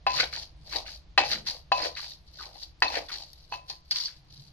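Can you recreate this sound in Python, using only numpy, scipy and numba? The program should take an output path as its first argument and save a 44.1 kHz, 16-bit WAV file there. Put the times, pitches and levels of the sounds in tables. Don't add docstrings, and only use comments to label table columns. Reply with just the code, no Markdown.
import sys
import numpy as np
from scipy import signal
from scipy.fft import rfft, irfft, next_fast_len
from scipy.io import wavfile
from scipy.ndimage import uniform_filter1d
from numba import njit

SR = 44100
rng = np.random.default_rng(int(sys.argv[2]) if len(sys.argv) > 2 else 0)


def unload_wav(signal):
    wavfile.write(
        sys.argv[1],
        SR,
        np.round(np.clip(np.atleast_2d(signal).T, -1, 1) * 32767).astype(np.int16),
    )


def convert_level_to_amplitude(level_db):
    exponent = np.asarray(level_db, float) / 20
    return 10 ** exponent


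N = 199396
FAST = next_fast_len(N + 1 + N % 2, True)
STEP = 8

# start_s, peak_db, deep_ring_db, main_ring_db, thud_db
BLOWS = [
    (0.066, -7.5, -23.5, -18.5, -77),
    (1.177, 3, -23, -32.5, -18.5),
    (1.466, -28, -68.5, -75, -46),
    (1.718, -3.5, -21, -17.5, -50),
    (2.821, 0, -33, -23, -19.5),
    (3.522, -23, -38.5, -37.5, -72),
    (3.538, -22.5, -55.5, -44, -74),
    (3.699, -46, -50.5, -47.5, -75),
]
# mode_hz, level_db, t60_s
BOWL_MAIN = [(908, -15.5, 0.019), (1013, -5, 0.39), (1020, -11.5, 0.15), (1120, -10.5, 0.09)]


def unit(x):
    return x / np.sqrt(np.mean(x ** 2))


def curves(table):
    s, *columns = np.transpose(table)
    t = np.arange(N) / SR
    return [np.interp(t, s, column, left=-120, right=-120) for column in columns]


def along_hz(table):
    hz, value = np.transpose(table)
    bin_hz = np.arange(FAST // 2 + 1) * SR / FAST
    return np.interp(np.log(bin_hz + 1), np.log(hz + 1), value)


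def colour(x, table):
    return irfft(rfft(x, FAST) * convert_level_to_amplitude(along_hz(table)), FAST)[..., :N]


@njit
def svf(x, hz, width):
    y, b, l = np.empty(len(x)), 0., 0.
    for i in range(len(x)):
        g, k = np.tan(np.pi * hz[i] / SR), width / hz[i]
        v = (b + g * (x[i] - l)) / (1 + g * (g + k))
        b, l, y[i] = 2 * v - b, l + 2 * g * v, k * v
    return y


def band(x, hz, width_hz):
    hz = np.clip(hz + np.zeros(N), 30, 15000)
    once = svf(x, hz, 1. * width_hz)
    return svf(once, hz, 1. * width_hz)


def walk(rate):
    hold = int(SR / rate)
    steps = np.repeat(rng.standard_normal(N // hold + 1), hold)
    return unit(uniform_filter1d(uniform_filter1d(steps, hold), hold)[:N])


def ring(modes, spread, rise_s, right_turn=0):
    hz, db, t60_s = np.array(modes).T[:, :, None]
    t = np.arange(int(SR * t60_s.max())) / SR
    gain_db, turn = spread * rng.standard_normal((2, 2, len(modes), 1))
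    phase = turn - np.reshape([0, right_turn], (2, 1, 1))
    decay = 1000. ** (-t / t60_s)
    waves = convert_level_to_amplitude(db + 2 * gain_db) * np.sin(2 * np.pi * hz * t + phase) * decay
    return waves.sum(axis=1) * np.minimum(t / rise_s, 1)


def add(out, s, sound):
    i = int(s * SR)
    out[:, i:i + sound.shape[1]] += sound[:, :N - i]


def grains(rate, scatter_db, likeness, tail_s):
    size_db = scatter_db * np.minimum(rng.exponential(size=N), 3.2)
    hits = (rng.random(N) < rate / SR) * convert_level_to_amplitude(size_db)
    pole = np.exp(-1 / (tail_s * SR))
    bursts = signal.lfilter([1], [1, -2 * pole, pole ** 2], hits)
    share, noise = np.clip(likeness, 0, 1), rng.standard_normal((3, N))
    return bursts * (np.sqrt(share) * noise[0] + np.sqrt(1 - share) * noise[1:])


def stroke(s, db, rise, fall, hold=0., sag=0., start=0.):
    t = np.arange(0, N, STEP) / SR - s
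    rising = rise * np.minimum(t, 0)
    sagging = sag * np.clip(t, 0, hold)
    falling = fall * np.maximum(t - hold, 0)
    level_db = db + rising - sagging - falling
    return np.where(t + s < start, -120, np.maximum(level_db, -120))


def background():
    # centre_hz, likeness_0_to_1
    alike = [(60, 1), (130, 1), (280, 0.84), (620, 0.38), (1350, 0.08), (2940, 0), (6400, 0.6),
             (13900, 0.06)]
    # centre_hz, density_db_per_hz
    air = [(20, 0.5), (45, -4), (70, 1), (100, -12.5), (160, -9), (240, -39), (310, -12), (370, -23),
           (700, -18.5), (1500, -26.5), (3200, -25.5), (4500, -24), (7200, -39.5), (11500, -42.5),
           (14400, -70.5)]
    # time_s, level_db
    traffic = [
        (0, -51),
        (1.0, -46),
        (2.0, -54.5),
        (2.9, -49),
        (3.6, -56.5),
        (4.52, -62),
    ]
    # peak_s, level_db
    swells = [
        (0.16, -53.5),
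        (0.629, -56.5),
        (1.34, -52.5),
        (1.74, -56.5),
        (4.39, -52.5),
    ]
    mid, side = rfft(rng.standard_normal((2, FAST)))
    like = np.clip(along_hz(alike), 0, 1)
    pair = np.sqrt(1 + like) * mid + np.array([[1], [-1]]) * np.sqrt(1 - like) * side
    hiss = unit(irfft(pair * convert_level_to_amplitude(along_hz(air)), FAST)[:, :N]) * convert_level_to_amplitude(-59.5 + .6 * walk(5.8))
    deep_db = curves(traffic)[0] + 0.68 * walk(6)
    swell_db_s, floor_db = 50, -65
    motor_db = np.max([stroke(s, db, swell_db_s, swell_db_s) for s, db in swells], axis=0)
    drone_db = motor_db.clip(floor_db).repeat(STEP)[:N]
    noise = rng.standard_normal((3, N))
    noise = noise[0] + 0.35 * noise[1:]
    deep = unit(np.array([band(v, 52.9, 35) for v in noise])) * convert_level_to_amplitude(deep_db - 5.0)
    drone = unit(np.array([band(v, 134.2, 35) for v in noise])) * convert_level_to_amplitude(drone_db - 1.0)
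    return hiss + deep + drone


def groan():
    # time_s, level_db
    rocking = [
        (1.29, -68),
        (1.314, -47),
        (1.378, -47),
        (1.5, -56.5),
    ]
    # start_s, level_db
    thumps = [
        (1.177, -41),
    ]
    t = np.arange(N) / SR
    tones = np.sin(2 * np.pi * 200 * t)
    tones = tones + 0.81 * np.sin(2 * np.pi * 228 * t)
    tones = tones + 0.42 * np.sin(2 * np.pi * 325 * t)
    rough = np.array([unit(band(v, 354, 200)) for v in rng.standard_normal((2, N))])
    out = (tones * convert_level_to_amplitude(2.43 * walk(39.8)) + .5 * rough) * convert_level_to_amplitude(curves(rocking)[0] - 3.5)
    floor_modes = [(40.4, -4.0, .09), (88.8, -8.0, 0.041), (171.3, -19.5, 0.0503)]  # Hz, dB, t60 s
    for s, db in thumps:
        add(out, s, convert_level_to_amplitude(db) * ring(floor_modes, 0.26, 0.0025))
    return out


def spoon():
    # start_s, peak_db
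    catches = [
        (3.91, -10.5),
        (3.947, -24),
        (3.963, -21),
        (3.9999, -19),
        (4.0078, -22.5),
        (4.0454, -35),
        (4.0555, -16),
    ]
    # mode_hz, level_db, t60_s
    steel = [(2100, -18, .04), (3435, -13, .05), (4517, 0, .05), (4748, -2, .05), (5420, -3, .04),
             (5900, -10, .025), (10990, -25, .04)]
    # time_s, level_db
    drag = [
        (3.94, -45),
        (3.95, -38.5),
        (4.062, -38.5),
        (4.08, -61),
        (4.1, -59),
    ]
    out = np.zeros((2, N))
    for s, peak_db in catches:
        add(out, s, convert_level_to_amplitude(peak_db - 9.0) * ring(steel, 1.0, 0.0014))
    body = convert_level_to_amplitude(-12.5) * ring(BOWL_MAIN, .3, 0.0011)
    add(body, 0, ring(steel, 0.85, .001))
    slips = grains(400, 2.3, 0.87, 0.00012)
    chatter = unit(signal.fftconvolve(slips, body, axes=1)[:, :N])
    return out + chatter * convert_level_to_amplitude(curves(drag)[0] - 8.5)


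def ticks():
    # start_s, peak_db
    clicks = [
        (0.0655, -47),
        (1.1777, -40.5),
        (1.7175, -48),
        (2.804, -49.5),
        (2.823, -50),
        (3.3319, -43.5),
        (3.91, -34),
    ]
    modes = [(4890, 1.5, .006), (6510, -3, .006), (7800, 1, 0.004124), (9400, -3.0, 0.0054),
             (11640, -3.0, 0.0066), (12870, -9.0, .005), (14200, -3.0, .004)]
    out = np.zeros((2, N))
    for s, peak_db in clicks:
        add(out, s, convert_level_to_amplitude(peak_db + 7) * ring(modes, 0.82, 0.00032))
    return out


def snaps():
    # start_s, peak_db, left_minus_right_db
    seeds = [(0.2, -4, 2), (0.239, -11.5, 7.5), (0.329, -41, 3.5), (0.373, -24, 7.5), (0.732, -21, 18),
             (0.759, -9.5, 11), (0.864, -31.5, -5), (1.33, -4, -4), (1.823, -18, -30), (1.951, -21, 5),
             (1.98, -19, 9), (2.001, -18, -14), (2.041, -25, -21.5), (2.117, -22, -8), (2.263, -60, -8),
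             (2.29, -42.5, -2), (2.386, -30, -4), (2.553, -34.5, 5), (2.626, -22, -1), (2.88, -9.5, 1),
             (3.085, -22, -5), (3.119, -15.5, -4), (3.155, -25, 9), (3.333, -35, -4.5), (3.446, -42, 7.5),
             (3.704, -17.5, -2.5), (4.326, -44, 5)]
    # start_s, peak_db, left_minus_right_db, pitch_hz
    pops = [(0.142, -18, 15, 1000), (0.757, -13, 6, 600), (3.523, -9.5, -8, 962), (1.787, -21, -13, 990),
            (1.857, -9.5, 8, 590), (2.409, -25.5, 3, 1206), (2.555, -32, 8, 786), (2.97, -6.5, 6, 618),
            (2.973, -12.5, 0, 1900)]
    out = np.zeros((2, N))
    seeds_hz = 4420 * (1 + 0.053 * rng.standard_normal(len(seeds)))
    pitched_seeds = [(*row, hz) for row, hz in zip(seeds, seeds_hz)]
    for s, peak_db, pan_db, hz in pitched_seeds + pops:
        modes = [(hz, 0, .02), (0.86 * hz, -3, .02), (4400, -6, .015), (1900, -10, .012),
                 (6000, -14, .01), (11500, -30, .008)]
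        port_db = np.array([[.4], [-.4]]) * pan_db
        add(out, s, convert_level_to_amplitude(peak_db - 7.5 + port_db) * ring(modes, 1.2, 0.0035))
    return out


def landing(s):
    return max([0.] + [blow[0] for blow in BLOWS if .05 < s - blow[0] < .2])


def effort():
    # bottom_s, crackle_db, swell_db_per_s, body_db, hollow_db (both re crackle)
    presses = [(0.205, -26.5, 136, -6, -6), (0.233, -33, 200, -5.5, -1.5), (0.74, -34, 291, -6, -3),
               (0.758, -28.5, 500, -9, -0.5), (1.33, -27.5, 145, -9.5, -7), (1.864, -33.5, 50, -7.5, 1),
               (2.438, -40, 183, -11, -16), (2.56, -54, 397, -8.5, 0), (2.63, -43.5, 134, -24, -14),
               (2.973, -33, 87, -3.5, 3), (3.539, -42, 507, -10.5, 0.5), (3.704, -38.5, 598, -15.5, -12.5),
               (3.89, -61, 150.5, -29, -24), (3.915, -31.5, 2500, -17, -26.5), (4.35, -52, 201, -33.5, -33)]
    # start_s, length_s, crackle_db, body_db, hollow_db (both re crackle)
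    lifts = [(0.328, 0.098, -38.5, -10, -12.5), (0.355, 0.022, -44, -5, -1.5), (0.866, 0.069, -43, -8, -8),
             (1.472, 0.024, -30.5, -11, -17.5), (1.51, 0.06, -45, -12, -7.5),
             (1.974, 0.145, -39.5, -5.5, -15.5), (2.27, 0.04, -62.5, -24, -20),
             (2.396, 0.099, -52.5, -8, 6), (3.014, 0.071, -55.5, -8, 3), (3.095, 0.13, -39, -6, -7),
             (3.246, 0.21, -54.5, -11.5, -15), (3.958, 0.095, -30.5, -19.5, -38),
             (4.07, 0.098, -54, -3, -16), (4.376, 0.1, -55, -26, -23)]
    # crackle, body, hollow
    # sag during a lift [dB/s]
    sags_db_s = [42.5, 197, 37]
    sprays_db, spray_falls_db_s = [-33.5, -34, -25], [205.5, 188, 153]
    swell_shares = [1, 1.74, 1.2]
    settle_shares = [1, 1.32, 0.76]
    settle_db_s, lift_rise_db_s = 341, 1300
    layers = []
    for k, (sag, spray_db, spray_fall) in enumerate(zip(sags_db_s, sprays_db, spray_falls_db_s)):
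        settle = settle_db_s * settle_shares[k]
        gestures = []
        for s, db, rise, *share_db in presses:
            level_db = db + (0, *share_db)[k]
            gestures.append(stroke(s, level_db, rise * swell_shares[k], settle, start=landing(s)))
        for s, hold, db, *share_db in lifts:
            level_db = db + (0, *share_db)[k]
            gestures.append(stroke(s, level_db, lift_rise_db_s, settle, hold, sag))
        for s, db, *_ in BLOWS:
            gestures.append(stroke(s, db + spray_db, 0, spray_fall, start=s))
        layers.append(np.repeat(np.max(gestures, axis=0), STEP)[:N])
    return layers


def pocket_hz():
    # start_s, opening_hz
    pockets = [
        (0.36, 880),
        (0.72, 1176),
        (0.87, 900),
        (1.47, 1094),
        (1.981, 1400),
        (2.385, 1563),
        (2.551, 900),
        (3.087, 1590),
        (3.91, 1000),
    ]
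    low_hz, blow_hz, blow_sink_s, open_sink_s = 590, 900, 0.066, 0.061
    t, hz = np.arange(N) / SR, np.full(N, 1. * blow_hz)
    opens = [(row[0], blow_hz, blow_sink_s) for row in BLOWS]
    opens += [(s, top_hz, open_sink_s) for s, top_hz in pockets]
    for s, top_hz, sink_s in sorted(opens):
        sinking_hz = low_hz + (top_hz - low_hz) * np.exp(-np.abs(t - s) / sink_s)
        hz = np.where(t < s, hz, sinking_hz)
    return hz


def paste():
    # centre_hz, density_db_per_hz
    grit = [(1200, -32.5), (2200, -33), (3000, -18), (3600, -15), (4100, -6), (4600, -4), (5100, -11.5),
            (5700, -14), (6500, -15.5), (7400, -22), (9500, -28), (13000, -37)]
    # centre_hz, density_db_per_hz
    dust = [(6000, -43.5), (7500, -8), (9300, -12), (10500, -10.5), (11600, -7.5), (12500, -12.5),
            (13300, -17.5), (14400, -45)]
    crackle_db, body_db, hollow_db = effort()
    load = convert_level_to_amplitude(0.83 * walk(50))
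    sharp = grains(1100, 2.8, .4, .0007)
    crackle = unit(np.array([colour(g, grit) for g in sharp])) * convert_level_to_amplitude(crackle_db)
    dull = grains(800, 2.8, .6, .0009)
    body = unit(np.array([band(g, 1885, 2100) for g in dull]))
    body = body * convert_level_to_amplitude(body_db + 3.0 + 2.21 * walk(39.74))
    hollow = unit(np.array([band(g, pocket_hz(), 480) for g in dull]))
    hollow = hollow * convert_level_to_amplitude(hollow_db - 4.0 + 1.5 * walk(29.98))
    squash = unit(np.array([band(g, 337, 160) for g in dull])) * convert_level_to_amplitude(hollow_db - 14.5)
    fine = grains(1300, 2.06, 0.091, 0.00075)
    sheen = unit(np.array([colour(g, dust) for g in fine])) * convert_level_to_amplitude(0.6 * crackle_db - 32.0)
    return load * (crackle + body + hollow + squash) + sheen


def blows():
    # mode_hz, level_db, t60_s
    deep_modes = [(562, -19, 0.35), (687, 0.5, 0.051), (790.3, 3.5, 0.083)]
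    # mode_hz, level_db, t60_s
    thud_modes = [(1346, -6, .05), (1580, -5, .04), (1780, -3, .06), (1857, 0, .07), (1927, -2, .07),
                  (2196, -8, .04)]
    # mode_hz, level_db, t60_s
    high_modes = [(2420, -9.5, 0.024), (2590, 7.5, 0.19), (2610, 7, .2), (2837, -2, 0.056), (2940, 7, .07),
                  (3190, -3, 0.044), (3230, 5, 0.048), (3410, 0.5, 0.0392)]
    # mode_hz, level_db, t60_s
    crack_modes = [(4052, 4.5, 0.022), (4200, -8, 0.071), (4698, -8.5, 0.08), (4730, -13, 0.024)]
    knock_modes = [(365, -21.5, 0.019), (1000, 0, 0.01026), (1718, 2.5, 0.008), (2410, -4.5, 0.0065),
                   (3590, -18.0, .012), (11150, -38, 0.024)]
    families = (deep_modes, BOWL_MAIN, thud_modes, high_modes)
    turns_rad = (.5, 1.2, .2, -.3)
    spoon_from_s, steel_db = 3.2, 6.5
    out = np.zeros((2, N))
    for s, peak_db, *family_db in BLOWS:
        high_db = peak_db - 33.5 + steel_db * (s > spoon_from_s)
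        for db, modes, turn in zip((*family_db, high_db), families, turns_rad):
            add(out, s, convert_level_to_amplitude(db + 2) * ring(modes, .3, .0015, turn))
        add(out, s, convert_level_to_amplitude(peak_db - 6.5) * ring(knock_modes, 0.23, 0.0017))
        add(out, s + .002, convert_level_to_amplitude(peak_db - 14.5) * ring(crack_modes, 0.27, 0.0038))
    return out


def room(x):
    t60_s, first_echo_s = .22, .002
    t = np.arange(SR // 2) / SR
    echo = rng.standard_normal((2, len(t))) * 1000. ** (-t / t60_s) * (t > first_echo_s)
    echo = echo / np.sqrt(np.sum(echo ** 2, axis=1, keepdims=True))
    return signal.fftconvolve(x.mean(axis=0, keepdims=True), echo, axes=1)[:, :N]


def scene():
    # centre_hz, gain_db
    port = [(150, -10.5), (400, 0), (700, 1), (5500, 1.5), (7000, -8), (9000, -11.5), (11500, -4),
            (14000, -12.5)]
    right_lag_s, right_db, room_db = .00009, -2.5, -7
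    bowl, contents = blows(), paste() + snaps() + ticks() + spoon()
    near = bowl + contents + convert_level_to_amplitude(room_db) * room(contents + .45 * bowl)
    lag = np.exp(-2j * np.pi * np.arange(FAST // 2 + 1) * SR / FAST * right_lag_s)
    left = near[0] * convert_level_to_amplitude(-right_db / 2)
    right = irfft(rfft(near[1], FAST) * lag, FAST)[:N] * convert_level_to_amplitude(right_db / 2)
    return np.array([colour(v, port) for v in (left, right)]) + groan() + background()


def thin_treble(x, from_hz, under_db, quiet_db, patchy_db):
    hz, _, z = signal.stft(x, SR, nperseg=1024)
    bands = z[:, :512].reshape(2, 64, 8, -1)
    db = 10 * np.log10(np.mean(np.abs(bands) ** 2, axis=(0, 2)) + 1e-20)
    patches = 2 * uniform_filter1d(rng.standard_normal(db.shape), size=4, axis=1)
    top_db = db[2:].max(axis=0)
    attack = np.diff(top_db, prepend=0) > 14
    loud_enough = db > np.maximum(top_db - under_db, quiet_db) + patchy_db * patches
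    keep = loud_enough | (hz[4:512:8, None] < from_hz) | attack
    z[:, :512] *= np.repeat(np.where(keep, 1, .01), 8, axis=0)
    return signal.istft(z, SR, nperseg=1024)[1][:, :N]


def top_cut(x):
    return signal.sosfilt(signal.butter(12, 14540, fs=SR, output="sos"), x)


def record(dry):
    rounded = .9 * np.tanh(dry / .9)
    mix = thin_treble(rounded, from_hz=6900, under_db=37, quiet_db=-100, patchy_db=7)
    return top_cut(mix)


dry = scene()
out = record(dry)
unload_wav(out)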